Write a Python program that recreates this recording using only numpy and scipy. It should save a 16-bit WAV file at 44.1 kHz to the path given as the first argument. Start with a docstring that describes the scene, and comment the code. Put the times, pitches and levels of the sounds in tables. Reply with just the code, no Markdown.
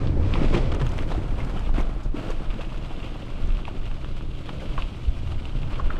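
"""Countless small stones grind and tick under bicycle tyres: noise and short damped tones shaped by the ground.
The wheels roll along a packed gravel road, then a woodland track of loose stones and dry leaves.
Stones pop away as cracks with ringing modes; bumps, judders and knocks are bell-shaped bursts; leaves snap.
Wind buffets the microphone that rides along: noise filtered into large and small eddies, driven by air speed."""
import sys
import numpy as np
from scipy import signal
from scipy.fft import rfft, irfft, next_fast_len
from scipy.io import wavfile
from scipy.ndimage import uniform_filter1d

SR = 44100
rng = np.random.default_rng(int(sys.argv[2]) if len(sys.argv) > 2 else 0)


def dump(signal):
    """Clip the signal to [-1, 1] and save it as 16-bit WAV at the path in sys.argv[1]."""
    limited = np.clip(np.atleast_2d(signal).T, -1, 1)
    pcm = np.round(limited * 32767).astype(np.int16)
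    wavfile.write(sys.argv[1], SR, pcm)


N = 264467
T = np.arange(N) / SR
FFT_SIZE = next_fast_len(N)
FFT_HZ = np.fft.rfftfreq(FFT_SIZE, 1 / SR)

# Spectra of wind eddies, shaken frame, packed road and leafy track, then of a stone's crack with its grit,
# gravel crushed by a bump, and a snapping leaf. Each row: frequency in Hz, relative density in dB per Hz.
WIND_SPECTRUM = [(8, 5), (20, 6.5), (31, 4), (50, -6), (75, -6), (100, -13), (125, -8), (170, -22.5),
                 (260, -28), (600, -98.5), (2000, -86)]
FRAME_SPECTRUM = [(70, -38), (105, 5), (122, 3.5), (150, -0.5), (190, 1.5), (235, -3), (305, 0),
                  (400, -7.5), (570, -11.5), (750, -27.5), (1500, -42), (4000, -89)]
ROAD_SPECTRUM = [(400, 15.5), (620, 6.5), (850, 2), (1300, -1.5), (1800, -9.5), (2400, -6.5), (3300, -10),
                 (4500, -23.5), (6300, -33.5), (8500, -37), (10500, -48.5), (13000, -60), (16000, -89)]
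TRACK_SPECTRUM = [(400, 1.5), (620, 6.5), (850, -0.5), (1300, 0), (1850, -10), (2800, -1.5), (3300, -4.5),
                  (4200, -14.5), (5500, -24.5), (7000, -28), (8400, -28.5), (9800, -35), (12800, -40.5),
                  (15500, -52)]
CRACK_SPECTRUM = [(150, -13), (400, -23), (1200, 15), (1900, -3.5), (2700, 14.5), (3400, 8), (5000, -28),
                  (8500, -16), (12000, -42), (16000, -73)]
CRUNCH_SPECTRUM = [(120, -22), (330, 19), (600, 5.5), (1250, 3.5), (2000, -5), (3200, -4.5), (5000, -17),
                   (8500, -26), (12000, -43), (16000, -68)]
LEAF_SPECTRUM = [(1500, -48), (4000, 16.5), (6500, 17), (8500, 7), (11000, 0), (15500, -15)]

# Air speed past the microphone. Each row: time in seconds, level in dB.
AIR_SPEED = [(0.0, -21), (0.23, -25.5), (0.5, -24), (0.8, -23.5), (1.4, -24.5), (1.9, -30), (2.8, -28),
             (3.5, -27.5), (4.7, -26.5), (5.3, -25.5), (6.0, -27.5)]
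# Gusts and lulls of large eddies. Each row: centre in seconds, change in dB, half-width in seconds.
GUST_SWELLS = [(0.0, -2.5, 0.11), (0.42, 6, 0.22), (1.02, -1, 0.043), (1.25, -5, 0.029), (1.78, 10.5, 0.15),
               (2.05, 8, 0.066), (2.24, -2, 0.072), (2.33, 6.5, 0.077), (2.5, 6.5, 0.028),
               (2.87, -4, 0.031), (3.2, -6.5, 0.16), (3.45, 8.5, 0.093), (3.57, 4.5, 0.056),
               (3.7, -5, 0.054), (3.85, 3, 0.084), (4.5, -7.5, 0.14), (4.78, 2.5, 0.063),
               (4.96, -11, 0.067), (5.27, -3.5, 0.11), (5.87, 6.5, 0.17)]
# The ground under the tyres. Each row: time in seconds, stoniness in dB, loose cover of grit and leaves in dB.
GROUND_COVER = [(0.0, -37, -46), (0.18, -41, -54), (0.26, -37.5, -45.5), (0.37, -34, -42),
                (0.58, -38.5, -40), (0.7, -38.5, -46.5), (0.85, -38, -46.5), (1.12, -36.5, -44.5),
                (1.3, -42, -51.5), (1.6, -39.5, -49), (2.13, -44.5, -55.5), (2.17, -40, -47.5),
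                (2.45, -43, -50), (2.7, -44.5, -48.5), (3.08, -45, -49), (3.75, -46.5, -50.5),
                (4.35, -49.5, -50), (4.65, -44.5, -46), (5.0, -49, -49), (5.55, -46.5, -48.5),
                (5.9, -41, -49.5)]
# The tread digs in. Each row: centre in seconds, lift in dB, half-width in seconds.
TREAD_SURGES = [(0.07, -0.5, 0.042), (0.435, 3.5, 0.014), (0.62, 1.5, 0.03), (1.42, 4, 0.094),
                (1.56, 2, 0.018), (1.79, 8.5, 0.051), (2.18, 4, .025), (2.28, 3, 0.038), (2.605, 4, 0.031),
                (3.05, 2.5, 0.046), (3.46, 1.5, 0.061), (3.86, 3, 0.0077), (4.8, 6, 0.022),
                (5.32, 3.5, 0.02), (5.73, 4, 0.024)]
# The tyres skim a smooth spot. Each row: centre in seconds, change in dB, half-width in seconds.
SMOOTH_SPOTS = [(0.783, -2.5, 0.014), (0.845, -2, 0.0091), (1.07, -5.5, 0.022), (1.725, -6, 0.017),
                (2.122, -6, 0.035), (4.27, -3.5, 0.036)]
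# Ripples in the ground set the frame juddering.
# Each row: centre in seconds, level in dB, pitch in Hz, half-width in seconds.
FRAME_JUDDERS = [(0.11, -24.5, 73, .05), (0.235, -20, 74.6, 0.058), (0.33, -26.5, 81.6, 0.024),
                 (0.555, -21, 154, 0.01196), (0.41, -27, 145, 0.0203), (0.72, -28, 76, .07),
                 (0.829, -24.5, 131, 0.018), (1.2, -30.5, 79.6, .03), (2.061, -33, 130, 0.02),
                 (2.19, -37.5, 232, .015), (3.48, -36.5, 72, .08), (5.3, -29, 82, 0.057),
                 (5.64, -29, 109, .035), (5.85, -31, 69, .04)]
# Stones pinched out from under a tyre.
# Each row: start in seconds, ring level in dB, pitch in Hz, ring T60 in seconds, rise in seconds.
STONE_POPS = [(0.072, -29, 3400, 0.0045, .0002), (0.3384, -20.5, 2590, 0.0038, 0.0002),
              (0.3396, -29, 3640, 0.011, 0.0004), (0.3555, -19.5, 1000, 0.017, 0.0005),
              (.530, -26, 1060, 0.016, 0.00029), (0.748, -31, 1280, 0.0065, 0.00015),
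              (0.821, -27, 1210, 0.0072, 0.00014), (0.867, -25.5, 1010, 0.0021, 0.00009),
              (0.981, -33, 1900, .004, 0.00022), (0.9891, -24, 2000, 0.0042, 0.00015),
              (1.023, -32, 1490, .004, 0.00018), (1.1172, -29, 755, 0.011, 0.0003),
              (1.2485, -32, 686, 0.015, 0.00058), (1.403, -32, 2140, 0.03, 0.00051),
              (1.451, -37, 1040, .004, 0.00024), (1.593, -33, 1330, 0.0031, 0.00013),
              (1.6919, -27, 840, 0.013, 0.00098), (1.87, -34, 660, 0.021, 0.00042),
              (2.3008, -38, 556, 0.02, 0.00061), (2.504, -32.5, 2610, 0.006, 0.0002),
              (2.509, -36, 2700, 0.014, 0.0002), (2.610, -34, 2680, 0.013, 0.00026),
              (2.722, -33, 950, .012, .0007), (2.774, -38, 2700, .008, .0003),
              (2.827, -40, 2900, .006, .0003), (2.849, -40, 2500, .006, .0003),
              (2.9075, -32.5, 756, 0.009, 0.00023), (3.002, -37, 2780, 0.018, 0.00034),
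              (3.030, -37, 2720, 0.018, 0.00033), (3.064, -36, 2600, .008, .0003),
              (3.157, -32, 640, .016, .0008), (3.223, -36.5, 2820, .007, .0003),
              (3.387, -36, 950, .009, .0004), (3.505, -37, 2680, .01, .0003),
              (3.571, -35.5, 2600, .006, .0002), (3.59, -32, 1100, .007, .0004),
              (3.653, -28, 2550, 0.0083, .0002), (3.6792, -45, 2900, .006, .0003),
              (3.680, -24, 930, 0.016, 0.00053), (3.687, -31, 750, .012, 0.00083),
              (3.701, -49, 3000, .008, .0003), (3.877, -46, 2780, .006, .0003),
              (3.914, -31, 1020, 0.0018, 0.00014), (4.046, -27.5, 1090, 0.0046, 0.000057),
              (4.2094, -31.5, 1000, 0.009, 0.00016), (4.492, -25.5, 1050, 0.0039, 0.000091),
              (4.4933, -31, 2700, .006, .0002), (4.506, -43, 1300, .005, .0002),
              (4.659, -37, 3120, 0.0055, .0002), (4.7772, -34.5, 1130, 0.0066, 0.00018),
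              (4.778, -31, 2430, .008, 0.00034), (4.779, -20.5, 1120, 0.021, 0.001),
              (4.788, -27, 1080, 0.013, .0007), (4.8223, -24, 2720, 0.0063, 0.00032),
              (4.999, -40, 1100, 0.0086, .0004), (5.053, -38, 2780, .008, .0003),
              (5.322, -38, 2920, 0.0089, .0003), (5.4542, -31, 2790, 0.0081, .00026),
              (5.532, -40, 990, 0.0076, 0.00044), (5.632, -34.5, 2520, 0.0072, 0.00027),
              (5.743, -37, 2750, 0.0098, .0003), (5.7985, -26, 1115, 0.015, 0.0012),
              (5.9018, -27.5, 1307, 0.019, 0.0016), (5.9054, -21.5, 1330, 0.0074, 0.0012),
              (5.9676, -31.5, 1800, 0.0041, 0.0003)]
# Stones rolled over against their neighbours.
# Each row: centre in seconds, level in dB, pitch in Hz, half-width in seconds.
STONE_RATTLES = [(0.4, -47, 2100, .1), (0.533, -27, 510, 0.0064), (0.55, -38, 2230, 0.013),
                 (0.61, -48, 2160, 0.032), (1.148, -37, 674, 0.011), (1.556, -36.5, 530, 0.0065),
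                 (1.57, -47, 2800, 0.017), (1.66, -49, 2900, 0.028), (1.795, -45.5, 2250, 0.021),
                 (2.303, -43, 590, .007), (2.303, -41.5, 1200, 0.007), (2.597, -37, 455, 0.0071),
                 (2.61, -44, 900, 0.0055), (2.919, -41, 920, 0.0051), (3.05, -52, 2700, 0.031),
                 (3.698, -50, 1200, 0.0057), (3.86, -54, 2780, .025), (4.793, -47, 1260, 0.0036),
                 (5.724, -49, 1000, .014), (5.8, -34, 1100, 0.0082), (5.807, -39, 590, 0.0039),
                 (5.87, -51, 2770, 0.029), (5.9065, -36, 1400, 0.0071)]
# The tyre scrubs over the ground, a soft low rubbing.
# Each row: centre in seconds, level in dB, half-width in seconds.
TYRE_SCUFFS = [(0.653, -40.5, 0.14), (4.615, -47, 0.13)]
# Bumps that crush a patch of gravel. Each row: centre in seconds, level in dB, half-width in seconds.
GRAVEL_BUMPS = [(0.53, -37, 0.0048), (0.548, -25, 0.012), (0.576, -26, 0.014), (0.723, -28.5, 0.0059),
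                (0.749, -31.5, 0.014), (0.801, -32, 0.0043), (0.818, -30, 0.0094), (1.121, -31, 0.0085),
                (1.394, -41, 0.013), (1.747, -44, 0.0048), (1.766, -38, 0.0046), (1.784, -36, 0.005),
                (1.806, -35, .005), (2.25, -40, .008), (2.297, -35, 0.012), (2.543, -38, 0.0053),
                (2.922, -45.5, 0.0086), (4.494, -35.5, 0.0092), (5.734, -38.5, 0.0065),
                (5.795, -37.5, 0.017)]
# Dull knocks of the bike and gusts striking the microphone.
# Each row: centre in seconds, peak in dB, pitch in Hz, half-width in seconds.
DULL_THUDS = [(0.548, -16, 322, 0.0027), (1.182, -22, 320, 0.0041), (1.785, -21.5, 270, 0.0044),
              (2.147, -20.5, 298, 0.0036), (2.304, -25, 497, 0.004), (4.505, -32, 304, 0.0049),
              (4.918, -34, 250, 0.0053), (5.085, -10.5, 50, 0.011)]
# Dry leaves breaking under the tread. Each row: start in seconds, level in dB, fade constant in seconds.
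LEAF_BREAKS = [(0.747, -39, 0.0019), (0.815, -50, 0.0056), (0.866, -44, 0.003), (0.891, -46, 0.0027),
               (0.919, -43, 0.0027), (0.961, -55, .003), (0.9798, -45, .0034), (1.023, -47, 0.0029),
               (1.448, -47, 0.0028), (1.5936, -47, .0034), (1.81, -45, 0.0031), (2.033, -55, .02),
               (2.304, -42, .0034), (2.7776, -52, .0034), (3.473, -51, .0034)]

TRACK_FROM_S, LEAFY_FADE_S = 0.75, 0.074  # the packed road gives way to the leafy track
LITTER_DEEP_S = 2.4  # by now the leaves lie thick enough to cushion the stones
FLUTTER_POWER, FLUTTER_DB = 2.08, 18.5  # small eddies grow faster with air speed than large ones
FLUTTER_GUST = 0.19  # share of each gust, in dB, that reaches the small eddies
DRUM_POWER, DRUM_DB = 0.58, -13.5  # the tyres soften knocks: drumming grows slower than stoniness
ROAD_DRUM_DB, ROAD_END_S, ROAD_FADE_S = 6, 0.83, 0.11  # the hard road shakes the frame more
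STONE_DB, GRIT_DB = -2.38, -7.5
LEAF_POWER, LEAF_DB = 0.77, -22.5  # leaf crackle grows slower than the loose cover
DEEP_GRIT_DB, DEEP_LEAF_DB = 1, -2  # deep litter crunches more and hisses less
ROAD_CLUMPING = 0.26  # packed ground gives way more evenly than loose stones
CHIP_HZ, CHIP_T60_S = 2650, 0.011  # middle pitch and ring of the small loose stones
CLACK_HZ, CLACK_T60_S = 1040, 0.014  # and of the larger ones
BAND_LIMIT_HZ = 15600


def amp(db):
    """Decibel law: level to amplitude gain."""
    return 10 ** (np.asarray(db) / 20)


def evened(x):
    """Normalisation to unit rms."""
    return x / np.sqrt(np.mean(x ** 2) + 1e-20)


def level(rows, axis=1):
    """Linear interpolation in dB of one column, as a gain for every sample."""
    columns = np.transpose(rows)
    return amp(np.interp(T, columns[0], columns[axis]))


def bell(centre_s, length_s):
    """Gaussian envelope: a smooth swell and decay."""
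    return np.exp(-((T - centre_s) / length_s) ** 2)


def bursts(rows):
    """Superposition of Gaussian bursts, each at its own level."""
    return sum(amp(db) * bell(s, length) for s, db, length in rows)


def swells(rows):
    """Gaussian lifts or dips in dB, as a gain for every sample."""
    return amp(sum(db * bell(s, length) for s, db, length in rows))


def add(mix, s, sound):
    """Superposition: mixes a sound in at time s."""
    part = mix[max(round(s * SR), 0):][:len(sound)]
    part += sound[:len(part)]


def colour(x, points, size=8192):
    """Minimum-phase filtering to a given spectrum, so that clicks keep their sharp front; rms 1."""
    hz, db = np.transpose(points)
    log_hz = np.log(abs(np.fft.fftfreq(size, 1 / SR)) + 1)
    log_gain = np.log(amp(np.interp(log_hz, np.log(hz), db)))
    # the Hilbert transform of the log gain is the phase of a causal filter
    response = np.exp(np.conj(signal.hilbert(log_gain)))
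    taps = np.fft.ifft(response).real[:size // 2]
    return evened(signal.oaconvolve(x, taps)[:N])


def band(x, lo_hz, hi_hz, order=8):
    """Band-pass by a difference of low-passes, so that neighbours join without a gap; rms 1."""
    gain = 1 / (1 + (FFT_HZ / hi_hz) ** order) - 1 / (1 + (FFT_HZ / lo_hz) ** order)
    return evened(irfft(rfft(x, FFT_SIZE) * gain, FFT_SIZE)[:N])


def wander(lo_hz, hi_hz):
    """Slow random modulation: noise confined between two rates, rms 1."""
    gain = FFT_HZ ** 2 / (FFT_HZ ** 2 + lo_hz ** 2) / (1 + (FFT_HZ / hi_hz) ** 2)
    noise = rng.standard_normal(FFT_SIZE)
    return evened(irfft(rfft(noise) * gain, FFT_SIZE)[:N])


def clicks(per_s, spread_db):
    """Random impulses of either sign: independent contacts with exponentially spread levels."""
    size = amp(spread_db * np.minimum(rng.exponential(1, N), 4.5))
    return size * rng.choice([-1., 1.], N) * (rng.random(N) < per_s / SR)


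def pebbles(per_s, spread_db, cycles, count=22, size=1024):
    """Size scaling of stones: small ones tick higher and more often; white on average."""
    t, out = T[:size], np.zeros(N)
    for hz in np.geomspace(450, 14000, count):
        tick = np.sin(2 * np.pi * hz * t) * np.exp(-hz * t / cycles)
        contacts = clicks(per_s / count * np.sqrt(hz / 2000), spread_db)
        out += np.sqrt(hz) * evened(signal.oaconvolve(contacts, tick)[:N])
    return evened(out)


def crumbling(per_s, spread_db, fade_s, steady):
    """Sudden yielding and relaxation: sharp rises and short fades over steady rolling."""
    decay = np.exp(-1 / (fade_s * SR))
    slips = signal.lfilter([1], [1, -decay], clicks(per_s, spread_db) ** 2)
    power = steady + slips / slips.mean()
    return np.sqrt(power / uniform_filter1d(power, size=6000))


def bite():
    """Amplitude modulation by how hard the tread works the ground."""
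    return swells(TREAD_SURGES) * swells(SMOOTH_SPOTS)


def gravel():
    """Granular friction: ticking pebbles, sharp snaps and fine grinding, in clumps as the tread bites."""
    ticks = pebbles(per_s=2400, spread_db=2.5, cycles=1.4)
    snaps = evened(clicks(per_s=500, spread_db=0.5))
    grinding = rng.standard_normal(N)
    leafy = np.clip(.5 + (T - TRACK_FROM_S) / LEAFY_FADE_S, 0, 1)
    cushioned = np.clip((T - TRACK_FROM_S) / (LITTER_DEEP_S - TRACK_FROM_S), 0, 1)
    clumps = crumbling(per_s=140, spread_db=3.0, fade_s=0.0094, steady=1.23)
    clumps = clumps ** (ROAD_CLUMPING + (1 - ROAD_CLUMPING) * leafy)
    coarse = (ticks + amp(0.5) * snaps + amp(7.0) * grinding) * clumps
    fine = (ticks + amp(-5) * snaps + amp(11.0) * grinding) * clumps  # crumbs are too many to tell apart

    def part(crush, lo_hz, hi_hz, litter):
        """Crossfade of one size class from bare road (litter 0) to leaf-covered track (1)."""
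        road = band(colour(crush, ROAD_SPECTRUM), lo_hz, hi_hz)
        track = band(colour(crush, TRACK_SPECTRUM), lo_hz, hi_hz)
        return (1 - litter) * road + litter * track

    stony = level(GROUND_COVER, axis=1) * bite()
    loose = level(GROUND_COVER, axis=2) * bite()
    deep = T > LITTER_DEEP_S
    patchy = amp(1.3 * leafy * wander(4.4, 35))  # grit lies in patches on the track
    crackle = crumbling(per_s=72, spread_db=1.0, fade_s=0.0026, steady=1.9)  # chips stand out of the grit

    stones = part(coarse, 470, 2285, cushioned) * stony * amp(STONE_DB)
    grit = part(coarse * crackle, 1890, 5600, cushioned) * loose * patchy
    grit *= amp(GRIT_DB + DEEP_GRIT_DB * deep)
    leaves = part(fine, 4330, 22000, leafy) * loose ** LEAF_POWER
    leaves *= amp(LEAF_DB + DEEP_LEAF_DB * deep)
    return stones + grit + leaves


def wind():
    """Turbulence at the microphone: large eddies buffet, small ones flutter."""
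    eddies = colour(rng.standard_normal(N), WIND_SPECTRUM)

    def stream(lo_hz, hi_hz):
        """Local power normalisation: eddies of one size, of even strength until a gust drives them."""
        x = band(eddies, lo_hz, hi_hz)
        return x / np.sqrt(uniform_filter1d(x ** 2, size=12000))

    air, gusts = level(AIR_SPEED), swells(GUST_SWELLS)
    buffeting = air * gusts * stream(8, 55)
    flutter = air ** FLUTTER_POWER * gusts ** FLUTTER_GUST * stream(55, 2000)
    return buffeting + amp(FLUTTER_DB) * flutter


def drumming():
    """Forced vibration: stones knock on the tyre casings and shake the frame."""
    knocks = evened(clicks(per_s=500, spread_db=4.5)) + 0.78 * rng.standard_normal(N)
    uneven_knocks = knocks * amp(1.47 * wander(25, 30))
    hard = np.clip(.5 - (T - ROAD_END_S) / ROAD_FADE_S, 0, 1)
    force = (level(GROUND_COVER, axis=1) * bite()) ** DRUM_POWER
    return force * amp(DRUM_DB + ROAD_DRUM_DB * hard) * colour(uneven_knocks, FRAME_SPECTRUM)


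def chips(chip_db=-16, ring_db=-12.0, clack_db=-15, count=9, size=1024):
    """Impact and free vibration: small stones flick away with a crack; on the track stones clink and clack."""
    cracks = colour(clicks(per_s=24, spread_db=0.0), CRACK_SPECTRUM)
    t = T[:size]

    def collisions(middle_hz, t60, per_s, spread_db):
        """Damped oscillation: random short rings of stones of about one size."""
        out = np.zeros(N)
        for hz in middle_hz * np.geomspace(.72, 1.35, count):
            ring = np.sin(2 * np.pi * hz * t) * amp(-60 * t / t60)
            out += signal.oaconvolve(clicks(per_s / count, spread_db), ring)[:N]
        return evened(out)

    clinks = amp(ring_db) * collisions(CHIP_HZ, CHIP_T60_S, per_s=70, spread_db=2.5)
    clacks = amp(clack_db) * collisions(CLACK_HZ, CLACK_T60_S, per_s=65, spread_db=3.0)
    stones = amp(chip_db) * cracks + (clinks + clacks) * (T > TRACK_FROM_S)
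    return stones * level(GROUND_COVER, axis=2) * bite()


def swelling(rows):
    """Narrow-band noise in Gaussian bursts, each around its own pitch."""
    out = np.zeros(N)
    for s, db, hz, length in rows:
        t = np.arange(-3 * length, 3 * length, 1 / SR)
        near_pitch = signal.butter(3, [.82 * hz, 1.22 * hz], "band", fs=SR, output="sos")
        noise = signal.sosfilt(near_pitch, rng.standard_normal(32768))
        shake = signal.hilbert(noise)[4096:][:len(t)]  # past the filter's onset
        shake = evened((shake / np.sqrt(abs(shake) + 1e-12)).real)  # flattens the noise's own beating
        burst = amp(db) * shake * np.exp(-(t / length) ** 2)
        start = s + t[0]
        add(out, start, burst[max(round(-start * SR), 0):])
    return out


def judders():
    """Forced vibration of the frame as the wheels cross ripples in the ground."""
    return swelling(FRAME_JUDDERS)


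def pops(crack_db=-4, scatter_db=-22, scatter_t60=0.14, rattle_db=-23.0, rattle_t60=0.18,
         overtone=1.23, overtone_db=-8, undertone=0.55, undertone_db=-18, size=4096):
    """Sudden release: a stone snaps free, rings in its modes, rattles on its neighbours and scatters grit."""
    t, out = T[:size], np.zeros(N)
    crack = colour(signal.unit_impulse(N), CRACK_SPECTRUM)[:size]
    crack /= abs(crack).max()
    for s, db, hz, t60, rise in STONE_POPS:
        shape = (1 - np.exp(-(t / rise) ** 2)) * amp(-60 * t / t60)
        modes = np.sin(2 * np.pi * hz * t)
        modes += amp(overtone_db) * np.sin(2 * np.pi * overtone * hz * t)
        modes += amp(undertone_db) * np.sin(2 * np.pi * undertone * hz * t)
        ring = shape / shape.max() * modes

        near_pitch = signal.butter(2, [.75 * hz, 1.4 * hz], "band", fs=SR)
        rattle = evened(signal.lfilter(*near_pitch, rng.standard_normal(size)))
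        rattle *= amp(rattle_db - 60 * t / rattle_t60)

        scatter = evened(signal.fftconvolve(rng.standard_normal(size), crack)[:size])
        scatter *= amp(scatter_db - 60 * t / scatter_t60)

        hardness = 1 / (1 + (rise / 0.00064) ** 2)  # a slow release hardly cracks
        add(out, s, amp(db) * (ring + rattle + hardness * (amp(crack_db) * crack + scatter)))
    return out


def rattles():
    """Repeated collision: stones rattle against their neighbours as they are rolled over."""
    return swelling(STONE_RATTLES)


def scuffs():
    """Friction and resonance: the tread drags over small stones with a hollow hum of the tyre casing."""
    drag = clicks(per_s=1500, spread_db=1)
    return band(drag, lo_hz=433, hi_hz=586) * bursts(TYRE_SCUFFS)


def bumps():
    """Simultaneous fracture: the tyre lands on a patch of gravel and crushes it all at once."""
    ticks = pebbles(per_s=3500, spread_db=-20.5, cycles=2.4)
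    snaps = evened(clicks(per_s=500, spread_db=-3.0))
    return colour(ticks + snaps, CRUNCH_SPECTRUM) * bursts(GRAVEL_BUMPS)


def thuds():
    """Heavily damped vibration: a few low cycles that swell and die."""
    out = np.zeros(N)
    for s, db, hz, length in DULL_THUDS:
        out += amp(db) * bell(s, length) * np.cos(2 * np.pi * hz * (T - s))
    return out


def leaf_snaps(size=4096):
    """Brittle fracture: a leaf breaks in one thin, bright tick of decaying noise."""
    envelope = np.zeros(N)
    for s, db, fade_s in LEAF_BREAKS:
        add(envelope, s, amp(db) * np.exp(-T[:size] / fade_s))
    return envelope * colour(rng.standard_normal(N), LEAF_SPECTRUM)


def scene():
    """Superposition at one microphone, close by in the open air."""
    ground = gravel() + chips() + pops() + rattles() + scuffs() + bumps() + leaf_snaps()
    bike = drumming() + judders()
    return (ground + bike + wind() + thuds())[None]


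def record(dry):
    """Linear-phase low-pass filtering: the microphone's band limit, with soft ends."""
    soft_ends = signal.windows.tukey(N, .001)
    low_pass = signal.firwin(511, BAND_LIMIT_HZ, window=("kaiser", 9), fs=SR)
    return signal.oaconvolve(dry * soft_ends, low_pass[None], "same")


dry = scene()
out = record(dry)
dump(out)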